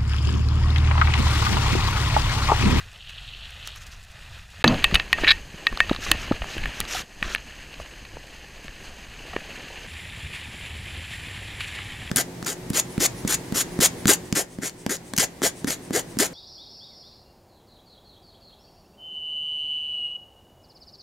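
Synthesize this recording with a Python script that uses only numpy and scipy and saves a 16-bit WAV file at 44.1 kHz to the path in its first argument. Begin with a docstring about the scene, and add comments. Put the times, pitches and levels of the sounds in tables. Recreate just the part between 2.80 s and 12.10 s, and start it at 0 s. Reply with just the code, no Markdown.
"""On a frozen, snowy lake, a kite pulls a skier along, heard through a small camera's microphone.
The skis hiss and crunch in stiff snow while wind buffets the microphone, in three stretches that
each have their own tone. Early in the middle one, handling adds to the hiss and a glove rubs the
camera. Its plastic housing clicks, rattles and takes dull knocks, and some blows set a metal
clasp on the mount ringing."""
import sys
import numpy as np
from scipy import signal
from scipy.io import wavfile
from scipy.ndimage import uniform_filter1d

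SR = 44100
rng = np.random.default_rng(int(sys.argv[2]) if len(sys.argv) > 2 else 0)


def master(y):
    """Save y as 16-bit WAV."""
    cut = np.clip(np.atleast_2d(y).T, -1, 1)
    pcm = np.round(cut * 32767)  # scale
    wavfile.write(sys.argv[1], SR, pcm.astype(np.int16))


N = 410130

# loudness of hiss and wind, one list a stretch: t/s, hiss level/dB, wind level between buffets/dB
STRETCHES = [
    [(0, -49, -41.5), (.2, -53, -51), (.4, -50.5, -44), (.9, -49, -45.5), (1.1, -51, -44.5),
     (1.25, -53.5, -47.5), (1.4, -48.5, -47.5), (1.58, -48.5, -41), (1.68, -54, -51), (1.829, -44, -47)],
    [(1.84, -30, -42), (2.01, -35, -31), (2.09, -37, -32.5), (2.17, -35.5, -37), (2.27, -45, -40.5),
     (2.45, -32, -35), (2.56, -39.5, -36), (2.63, -48.5, -41.5), (2.9, -43.5, -51.5), (3.12, -36.5, -50),
     (3.17, -42.5, -53), (3.3, -35, -32), (3.6, -41.5, -41.5), (3.86, -36, -51), (3.94, -40, -50),
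     (4.05, -41, -46), (4.2, -36.5, -42), (4.26, -54, -56), (4.45, -42.5, -35.5), (4.65, -47.5, -48),
     (4.95, -45.5, -47), (5.15, -48.5, -47.5), (5.9, -48, -47.5), (6.4, -44.5, -45.5), (6.86, -41.5, -48),
     (7.07, -42.5, -47)],
    [(7.07, -41.5, -41.5), (7.5, -41, -45.5), (8.2, -40.5, -40), (8.5, -40.5, -42.5), (8.85, -39, -41.5),
     (9.3, -39.5, -41.5)],
]
# tone shared by hiss and wind, one list a stretch: f/Hz, relative level/dB
TONES = [
    [(12, -38), (20, -0.5), (80, -2), (250, -32.5), (372, -32.5), (725, -26.5), (881, -30.5), (985, -31.5),
     (2030, -22.5), (2270, -47), (2470, -19), (3080, -29), (3540, -26.5), (3960, -28.5), (6540, -41),
     (15500, -53)],
    [(12, -29), (20, 4.5), (38, 1.5), (148, -15), (667, -19.5), (1410, -29), (1770, -21), (1980, -26),
     (2840, -17), (3540, -30.5), (4430, -27), (5530, -25.5), (6360, -29), (7520, -41.5), (15500, -50.5)],
    [(12, -44), (20, -19.5), (85, 2), (161, -13.5), (686, -23.5), (788, -20.5), (1340, -27), (1770, -24),
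     (2330, -13), (3170, -16), (6190, -33.5), (7310, -32.5), (8170, -32.5), (10200, -40), (15500, -42.5)],
]
# air pockets in the housing that shape that tone, one list a stretch: f/Hz, width/Hz, boost/dB
AIR_POCKETS = [
    [(734, 200, 3.5), (3250, 3500, 0), (6200, 340, -0.5), (6740, 380, 6.5), (7950, 250, 5)],
    [(1800, 280, 3.5), (2800, 860, -1.5), (4200, 320, 3), (5570, 870, -14), (6550, 460, 3),
     (7970, 290, 6.5), (14200, 640, 0.5)],
    [(1807, 200, 13.5), (2500, 1300, -1), (6840, 350, 2), (7320, 420, 8), (10150, 1200, 11.5)],
]
# one row a stretch, with the hiss at its average: fizz level/dB, rumble level/dB
FIZZ_AND_RUMBLE = [(-57, -56), (-51.5, -47.5), (-51, -47.5)]
# the skis break through crust and the hiss swells: fullest t/s, rise/dB, length/s
CRUNCHES = [(0.006, 5, .04), (.3, 4.5, .04), (5.008, 4, 0.07), (5.852, 4, 0.055), (6.06, 2.5, 0.11),
            (7.551, 4.5, .08), (7.86, 2, .05), (8.334, 4.5, 0.15), (8.566, 1.5, 0.049), (8.813, 8, 0.047),
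            (8.84, 5, 0.04), (8.881, 5.5, .03), (8.954, 4, .035)]
# ice grains, one value a stretch: level/dB
GRAIN_LEVELS = [-52.5, -58, -66]
# strong jolts of low wind and handling noise: fullest t/s, level/dB, length/s
BUFFETS = [(1.916, -36, 0.091), (2.153, -22.5, 0.079), (2.425, -36, 0.075), (2.932, -29, 0.074),
           (3.094, -35, 0.31), (3.213, -42, 0.063), (3.365, -56, .12), (3.528, -32, 0.073),
           (3.624, -27.5, 0.043), (3.79, -33.5, 0.11), (3.854, -26.5, 0.13), (4.02, -37.5, 0.12),
           (4.46, -40, 0.078), (4.807, -57, 0.1), (5.01, -40.5, 0.073), (5.373, -41, .1),
           (5.891, -40, 0.062), (6.1, -48, 0.11), (6.537, -46, 0.096), (7.453, -37, 0.068),
           (7.953, -50, 0.23), (8.184, -47, 0.13)]
# a spray of snow: t/s, level/dB
SNOW_SPRAY = [(0.141, -52), (.25, -44.5), (.5, -44), (.8, -46.5), (.9, -41.5), (.95, -50), (.98, -52)]
# tones of the housing, one list for each of its four parts: f/Hz, relative level/dB, ring time/s
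HOUSING_TONES = [
    [(851, -7.5, 0.031), (1168, 3, 0.021)],
    [(1768, 18.5, 0.032), (2190, 17, 0.019)],
    [(2404, 13.5, 0.019), (2690, 14, 0.021)],
    [(3490, 4.5, 0.025), (3933, 17.5, 0.01), (4540, 6.5, 0.012), (5200, -9, 0.015)],
]
# blows on the housing: t/s, nearest part's peak/dB, place round the parts (0-4), drop per part/dB,
# tick compared with that peak/dB, ring time factor
HOUSING_BLOWS = [(0.706, -36, 2, 9, -3, 0.7), (0.874, -25.5, 3.2, 3.5, 2.5, 0.4),
                 (0.904, -36, 2.5, 15.5, -16.6, 0.75), (0.96, -36, 2.3, 2.5, 1.5, 0.75),
                 (1.067, -42.4, 1.8, 5.0, 6, 0.69), (1.842, 0.5, 0.5, 3.5, -20, 0.82),
                 (1.846, -10, 0.96, 5.5, -19, 0.42), (1.878, -0.6, 3.17, 16, -23, 0.53),
                 (1.943, -23, 2.4, 1, -17, 0.75), (2.042, 0.2, 2.5, 10.5, -12.5, 0.85),
                 (2.049, -13, 1.7, 19, -29, 0.75), (2.112, -23.5, 0.72, 4.0, -15, 0.75),
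                 (2.143, -2.5, 2.2, 5.5, -27, 0.33), (2.146, -5.5, 2.34, 10.0, -7, 0.64),
                 (2.154, 1.5, 2.3, 11, -21, 0.88), (2.16, -14, 3.3, 4, -8, 0.6),
                 (2.198, -10, 2.06, 5, -30, 0.56), (2.329, -4.5, 1.46, 8, -12.5, 0.71),
                 (2.385, -17, 0.44, 22, -34, 0.64), (2.435, -14.6, 1.1, 15, -29, 0.75),
                 (2.44, -16, 0.88, 7.0, -24, 0.75), (2.445, -11.5, 1.4, 7, -28, 0.75),
                 (2.469, -11.5, 1.5, 16, -26, 0.68), (2.476, -4, 1.4, 16, -28, 0.65),
                 (2.489, -7, 3, 8.5, -24, 0.46), (2.511, -3.5, 3.1, 21, -24, 0.95),
                 (2.518, -10, 2, 13, -14, 0.53), (2.868, -4, 0.93, 15, -25, 0.6),
                 (2.8685, -4, 2.73, 11, -25, 0.55), (2.926, -23.5, 0.32, 13, -17.2, 0.66),
                 (2.974, -17.5, 3.5, 11, -15, 0.38), (3.0035, 1.5, 0.98, 12.5, -28, 0.61),
                 (3.0037, -7, 2.7, 14, -22, 0.52), (3.095, -16.5, 3.6, 5, -16, 0.89),
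                 (3.13, -22.5, 3.3, 7.0, -17, 0.85), (3.148, -24, 1, 1, -16, 0.39),
                 (3.162, -20.5, 2.9, 5.0, -24, 0.68), (3.265, -22.1, 0.28, 13.0, -23, 0.75),
                 (3.315, 0.7, 2.26, 6.5, -3, 0.61), (3.521, -16, 0.1, 11, -25, 0.75),
                 (3.619, -19.5, 1.94, 14, -27, 0.96), (3.643, -19.5, 0.42, 25, -30, 0.22),
                 (3.78, -19.0, 1.7, 11, -15, 0.75), (3.837, -22.5, 1.56, 10.0, -15.6, 0.96),
                 (3.857, -12, 0.76, 13, -24, 0.43), (4.003, -12, 3, 8, 3, 0.42),
                 (4.011, -21.5, 1.6, 6.5, -9, 0.86), (4.052, -25.5, 3.1, 5, -12, 0.54),
                 (4.427, -10.5, 1.1, 5.0, -19.5, 0.49), (4.549, -7.5, 1.47, 12, -16.5, 0.27),
                 (4.559, -22.4, 1.5, 4, -27, 0.8), (4.582, -26, 1.9, 13, -24, 0.68),
                 (4.941, -32.4, 2.4, 13.0, -18, 0.75), (5.251, -36, 2.4, 3, -14, 0.96),
                 (5.881, -27.5, 1.4, 5, -26, 0.47), (6.532, -30, 0.48, 9, -19, 0.84),
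                 (6.564, -14.5, 1.24, 7, -34, 0.43), (8.806, -24.5, 1.6, 2.5, -18, 0.75),
                 (8.989, -27.5, 0.76, 6, -27, 0.75)]
# short scrapes, five ski crunches and then glove rubs:
# start t/s, fullest t/s, end t/s, level/dB, treble tilt/dB per octave
SCRAPES = [(.85, .875, .9, -44, 1.5), (.95, .97, .99, -46, 1.5), (1.005, 1.02, 1.045, -46, 1.5),
           (1.06, 1.075, 1.085, -48, 2.5), (1.108, 1.12, 1.15, -46, 1.5), (2.39, 2.41, 2.43, -40, -.6),
           (2.465, 2.515, 2.526, -38, 3), (3.205, 3.24, 3.33, -35, .2), (3.39, 3.42, 3.48, -40, -.6),
           (3.67, 3.71, 3.78, -40, .2), (3.94, 3.99, 4.01, -42, .2), (4.075, 4.165, 4.225, -30, 1.5),
           (4.428, 4.445, 4.55, -35, -4.5), (4.49, 4.545, 4.553, -36, .3)]
# tone of the scrapes: f/Hz, relative level/dB
SCRAPE_TONE = [(180, -26), (300, -15.5), (525, -17), (766, -12), (1140, -34), (1460, 9), (1660, -4.5),
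               (3910, -5.5), (4380, -10), (6290, -6.5), (8890, -20.5), (12800, -24), (15300, -29)]
# knocks through the mount: t/s, peak level/dB, f/Hz, ring time/s
MOUNT_KNOCKS = [(1.842, -1, 490, 0.021), (2.125, -18.5, 188, 0.023), (2.383, -23.5, 704, 0.016),
                (2.434, -13.5, 333, 0.022), (2.741, -31.5, 175, 0.027), (2.922, -30, 188, 0.038),
                (3.112, -8.5, 278, 0.012), (3.186, -30, 261, 0.03), (3.249, -49, 404, 0.03),
                (3.312, -18.5, 310, 0.05), (3.512, -8, 270, 0.013), (3.619, -20.5, 670, 0.011),
                (3.765, -25.5, 338, 0.02), (3.839, -34, 183, 0.021), (4.001, -27, 188, 0.018),
                (4.148, -21.5, 750, 0.054), (4.424, -24, 209, 0.0089), (4.999, -24, 620, 0.018),
                (5.368, -26, 493, 0.014), (5.845, -35.5, 216, 0.021), (6.451, -34, 487, 0.023),
                (6.534, -29, 706, 0.045), (6.563, -15, 420, 0.0078)]
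# tones of the metal clasp: f/Hz, ring time/s
CLASP_TONES = [(1852, 0.1), (2614, 0.092), (4500, 0.022), (6300, 0.028)]
# blows on the clasp: t/s, nearest tone's peak/dB, place along its tones (0-3)
CLASP_BLOWS = [(1.843, -17, 0.84), (1.88, -13.5, 2.1), (2.043, -15.5, 0.85), (2.155, -16.5, 0.99),
               (2.196, -29, .52), (2.33, -17, 0.15), (2.446, -21.5, 0.31), (2.52, -22, 0.12),
               (2.869, -21, 0.26), (3.005, -14.5, 0.12), (3.316, -22.5, .41)]
# tone of the low shudder: f/Hz, relative level/dB
SHUDDER_TONE = [(35, -53), (60, -19), (110, 0.5), (231, 4), (390, -12.5), (434, -16), (600, -9.5),
                (1500, -21.5), (1950, -50), (3300, -120)]
# how hard a loose part chatters: t/s, level/dB
CHATTER = [(2.425, -60), (2.435, -35), (2.455, -31), (2.465, -55), (2.479, -13), (2.5, -16), (2.517, -8),
           (2.526, -67)]

NOISE_TOP_HZ, MIC_TOP_HZ = 15300, 16400


def gain_of(db):
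    """Turns decibels into a number to multiply a sound by."""
    return 10 ** (np.asarray(db) / 20)


def evened(x):
    """Scales a signal to an average strength (rms) of 1."""
    return x / np.sqrt(np.mean(x ** 2) + 1e-20)


def smooth(x, size):
    """Averages twice over size neighbouring samples."""
    return uniform_filter1d(uniform_filter1d(x, size), size)


def add(mix, start, sound):
    """Mixes a sound in, start seconds from the beginning."""
    part = mix[round(start * SR):][:len(sound)]
    part += sound[:len(part)]


def tone_db(table, hz):
    """Reads a tone table's level at any frequency."""
    f, db = np.transpose(table)
    return np.interp(np.log(hz + 1), np.log(f + 1), db)


def wander(t):
    """A random drift of strength about 1, made of slow waves from 1.5 to 14 Hz."""
    coarse = np.arange(t[0], t[-1] + .01, .002)
    hz = np.geomspace(1.5, 14, num=24)[:, None]
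    waves = np.sin(2 * np.pi * (hz * coarse + rng.random(hz.shape))) * hz ** -.2
    return np.interp(t, coarse, evened(waves.sum(0)))


def swell(t, fullest, length):
    """A smooth rise from 0 to 1 and back."""
    return np.cos(np.pi * np.clip((t - fullest) / length, -.5, .5)) ** 2


def noise(length, tone, patchy_db, flicker_db, size):
    """Noise of strength 1 in a given tone; patches of it drift and the whole of it flickers."""
    hop = size // 4
    frames, hz = length // hop + 5, np.fft.rfftfreq(size, 1 / SR)
    real, imag, patches = rng.standard_normal((frames, len(hz), 3)).T
    patches = evened(uniform_filter1d(uniform_filter1d(patches, size=5, axis=0), size=9, axis=1))
    flicker = evened(uniform_filter1d(rng.standard_normal(frames), size=3))
    spectra = (real + 1j * imag) * gain_of(tone(hz)[:, None] + patchy_db * patches + flicker_db * flicker)
    return evened(signal.istft(spectra, nperseg=size, noverlap=size - hop)[1][:length])


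def band(tone, pockets, low_hz, high_hz):
    """A soft-edged slice of a stretch's tone, shaped by the air pockets."""
    def level_db(hz):
        boost = sum(db / (1 + (2 * (hz - centre) / width) ** 2) for centre, width, db in pockets)
        edges = 10 * np.log10((1 + (low_hz / (hz + 1)) ** 8) * (1 + (hz / high_hz) ** 8))
        return tone_db(tone, hz) + boost - edges - 80 * (hz > NOISE_TOP_HZ)
    return level_db


def ring(tones, detune=1, contact_s=0.0006):
    """A struck object, peak 1: each tone fades by 60 dB over its ring time."""
    t = np.arange(6000) / SR
    sound = sum(gain_of(db - 60 * t / max(ring_s, .004)) * np.sin(2 * np.pi * hz * detune * t)
                for hz, db, ring_s in tones)
    sound *= np.sin(np.pi / 2 * np.minimum(t / contact_s, 1)) ** 2  # the blow takes time to land
    return sound / abs(sound).max()


def ski_and_handling_hiss(t, hiss_db, fizz_db, rumble_db, tone, pockets):
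    """Skis on snow, plus handling early in the middle stretch; fizz and rumble partly follow along."""
    hiss_db = hiss_db + 0.88 * wander(t)
    swing_db = hiss_db - hiss_db.mean()
    crunch_db = sum(rise_db * swell(t, fullest, length) for fullest, rise_db, length in CRUNCHES)
    hiss = noise(len(t), band(tone, pockets, 1055, 4140), 1.02, 1.64, size=256)
    fizz = noise(len(t), band(tone, pockets, 4930, 18000), 0.92, 1.0, size=256)
    rumble = noise(len(t), band(tone, pockets, 125, 1360), 1.5, 2.2, size=512)
    return (gain_of(hiss_db + crunch_db) * hiss
            + gain_of(fizz_db + 0.53 * swing_db + crunch_db) * fizz
            + gain_of(rumble_db + 0.93 * swing_db) * rumble)


def ice_grains(length, per_second=40):
    """Scattered ice grains crack under the skis, a few of them large."""
    sizes = gain_of(4.3 * np.minimum(rng.exponential(1, length), 3))
    cracks = sizes * (rng.random(length) < per_second / SR)
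    fade = gain_of(-60 * np.arange(600) / SR / 0.011)
    puffs = rng.standard_normal(length) * signal.oaconvolve(cracks, fade)[:length]
    return signal.sosfilt(signal.butter(2, [2200, 9000], "band", fs=SR, output="sos"), puffs)


def wind(t, wind_db, tone, pockets):
    """Air pushes on the microphone: a deep roar with sudden buffets."""
    strength = gain_of(wind_db + wander(t))
    strength += sum(gain_of(db) * swell(t, fullest, length) for fullest, db, length in BUFFETS)
    roar = noise(len(t), band(tone, pockets, 21.6, 202), 0.4, 0.48, size=2048)
    return strength * roar / np.sqrt(abs(smooth(roar ** 2, 3000)) + 0.02)  # tames the roar's own swings


def snow_spray(centre_hz=3620, width_hz=1800):
    """Snow thrown up in quick clumps: a narrow, grainy rasp, strongest at its low edge."""
    def tone(hz):
        offset = (hz - centre_hz) / width_hz
        return -10 * np.log10(1 + (2 * offset) ** 12) - 13 * offset
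    times, db = np.transpose(SNOW_SPRAY)
    t = np.arange(times[0], times[-1], 1 / SR)
    return gain_of(np.interp(t, times, db)) * noise(len(t), tone, 0.99, 3.7, size=256)


def housing_clicks():
    """Each blow rings the plastic housing's parts, the nearest most, and adds a bright tick."""
    out, t = np.zeros(N), np.arange(400) / SR
    bright = signal.butter(2, [4200, 12300], "band", fs=SR, output="sos")
    tick_shape = gain_of(-60 * t / 0.0064) * np.minimum(t / 0.001, 1)
    for start, db, place, drop_db, tick_db, ring_factor in HOUSING_BLOWS:
        detunes = rng.uniform(0.901, 1.117, len(HOUSING_TONES))  # the grip shifts each part's pitch
        away = abs((np.arange(4) - place + 2) % 4 - 2)  # the last part lies next to the first
        for part, loss_db, detune in zip(HOUSING_TONES, drop_db * (away - away.min()), detunes):
            tones = [(hz, level, ring_s * ring_factor) for hz, level, ring_s in part]
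            add(out, start, gain_of(db - loss_db) * ring(tones, detune))
        tick = signal.sosfilt(bright, rng.standard_normal(len(t))) * tick_shape
        add(out, start, gain_of(db + tick_db) * tick / abs(tick).max())
    return out


def scrapes():
    """Short, grainy friction: bright ski crunches near the start, then a glove rubbing the camera."""
    out = np.zeros(N)
    for start, fullest, end, db, tilt_db in SCRAPES:
        def tone(hz):
            octaves = np.log2((hz + 200) / 2000)
            return tone_db(SCRAPE_TONE, hz) + tilt_db * octaves - 80 * (hz > NOISE_TOP_HZ)
        t = np.arange(start, end, 1 / SR)
        shape = np.interp(t, [start, fullest, end], [0, 1, 0]) ** 0.43
        add(out, start, gain_of(db) * shape * noise(len(t), tone, 2.6, 1.3, size=128))
    return out


def mount_knocks():
    """Soft pushes through the mount: a low tone and two higher ones that die quickly."""
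    out = np.zeros(N)
    for start, db, hz, ring_s in MOUNT_KNOCKS:
        tones = [(hz, 0, ring_s), (1.86 * hz, -7, 1.13 * ring_s), (2.82 * hz, -13, 1.09 * ring_s)]
        add(out, start, gain_of(db) * ring(tones, contact_s=0.0026))
    return out


def clasp_rings(drop_db=10.5):
    """The metal clasp rings on after a blow, loudest in the tone nearest the struck place."""
    out = np.zeros(N)
    for start, db, place in CLASP_BLOWS:
        away = abs(np.arange(len(CLASP_TONES)) - place)
        for (hz, ring_s), loss_db in zip(CLASP_TONES, drop_db * (away - away.min())):
            add(out, start, gain_of(db - loss_db) * ring([(hz, 0, ring_s)], contact_s=0.0012))
    return out


def shudder(length_s=0.16):
    """Rough, low shaking that fades faster and faster."""
    t = np.arange(0, length_s, 1 / SR)
    shake = noise(len(t), lambda hz: tone_db(SHUDDER_TONE, hz), 2.5, 0.77, size=1024)
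    shake /= np.sqrt(abs(smooth(shake ** 2, 500)) + 0.072)  # evens out gaps
    level_db = -15.5 - 30.5 * (t / length_s) ** 2.95
    return gain_of(level_db) * shake * np.minimum(t / 0.0011, 1)


def rattle(per_second=4000):
    """A loose piece chatters: quick, uneven blows, each on one part of the housing."""
    times, db = np.transpose(CHATTER)
    t = np.arange(times[0], times[-1], 1 / SR)
    blows = rng.standard_normal(len(t)) * (rng.random(len(t)) < per_second / SR)
    struck = rng.integers(0, len(HOUSING_TONES), len(t))
    force = blows * gain_of(np.interp(t, times, db))
    rings = [ring(tones, contact_s=0.00088) for tones in HOUSING_TONES]
    return sum(gain_of(part_db) * signal.fftconvolve(force * (struck == part), rings[part])
               for part, part_db in enumerate([-25, -6, -2, -2.5]))


def scene():
    """All sounds reach one microphone; a faint, wavering share differs between left and right."""
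    mono = housing_clicks() + scrapes() + mount_knocks() + clasp_rings()
    for rows, levels, tone, pockets, grain_db in zip(
            STRETCHES, FIZZ_AND_RUMBLE, TONES, AIR_POCKETS, GRAIN_LEVELS):
        times, hiss_db, wind_db = np.transpose(rows)
        t = np.arange(times[0], times[-1], 1 / SR)
        sound = ski_and_handling_hiss(t, np.interp(t, times, hiss_db), *levels, tone, pockets)
        sound += gain_of(grain_db) * ice_grains(len(t))
        sound += wind(t, np.interp(t, times, wind_db), tone, pockets)
        add(mono, times[0], sound * signal.windows.tukey(len(t), 200 / len(t)))  # softens both ends
    add(mono, SNOW_SPRAY[0][0], snow_spray())
    add(mono, 1.843, shudder())
    add(mono, CHATTER[0][0], rattle())
    waver = evened(smooth(rng.standard_normal(N), 150))
    side = gain_of(-31) * waver * signal.lfilter([1.3, -.7], [1], mono)
    return np.array([mono + side, mono - side])


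def record(dry):
    """The hardest blows overload the input and are squashed; then the highest treble is cut."""
    squashed = dry / (1 + abs(dry) ** 6) ** (1 / 6)
    treble_cut = signal.firwin(511, MIC_TOP_HZ, window=("kaiser", 9), fs=SR)
    return signal.oaconvolve(squashed, treble_cut[None], "same")


dry = scene()
out = record(dry)
master(out)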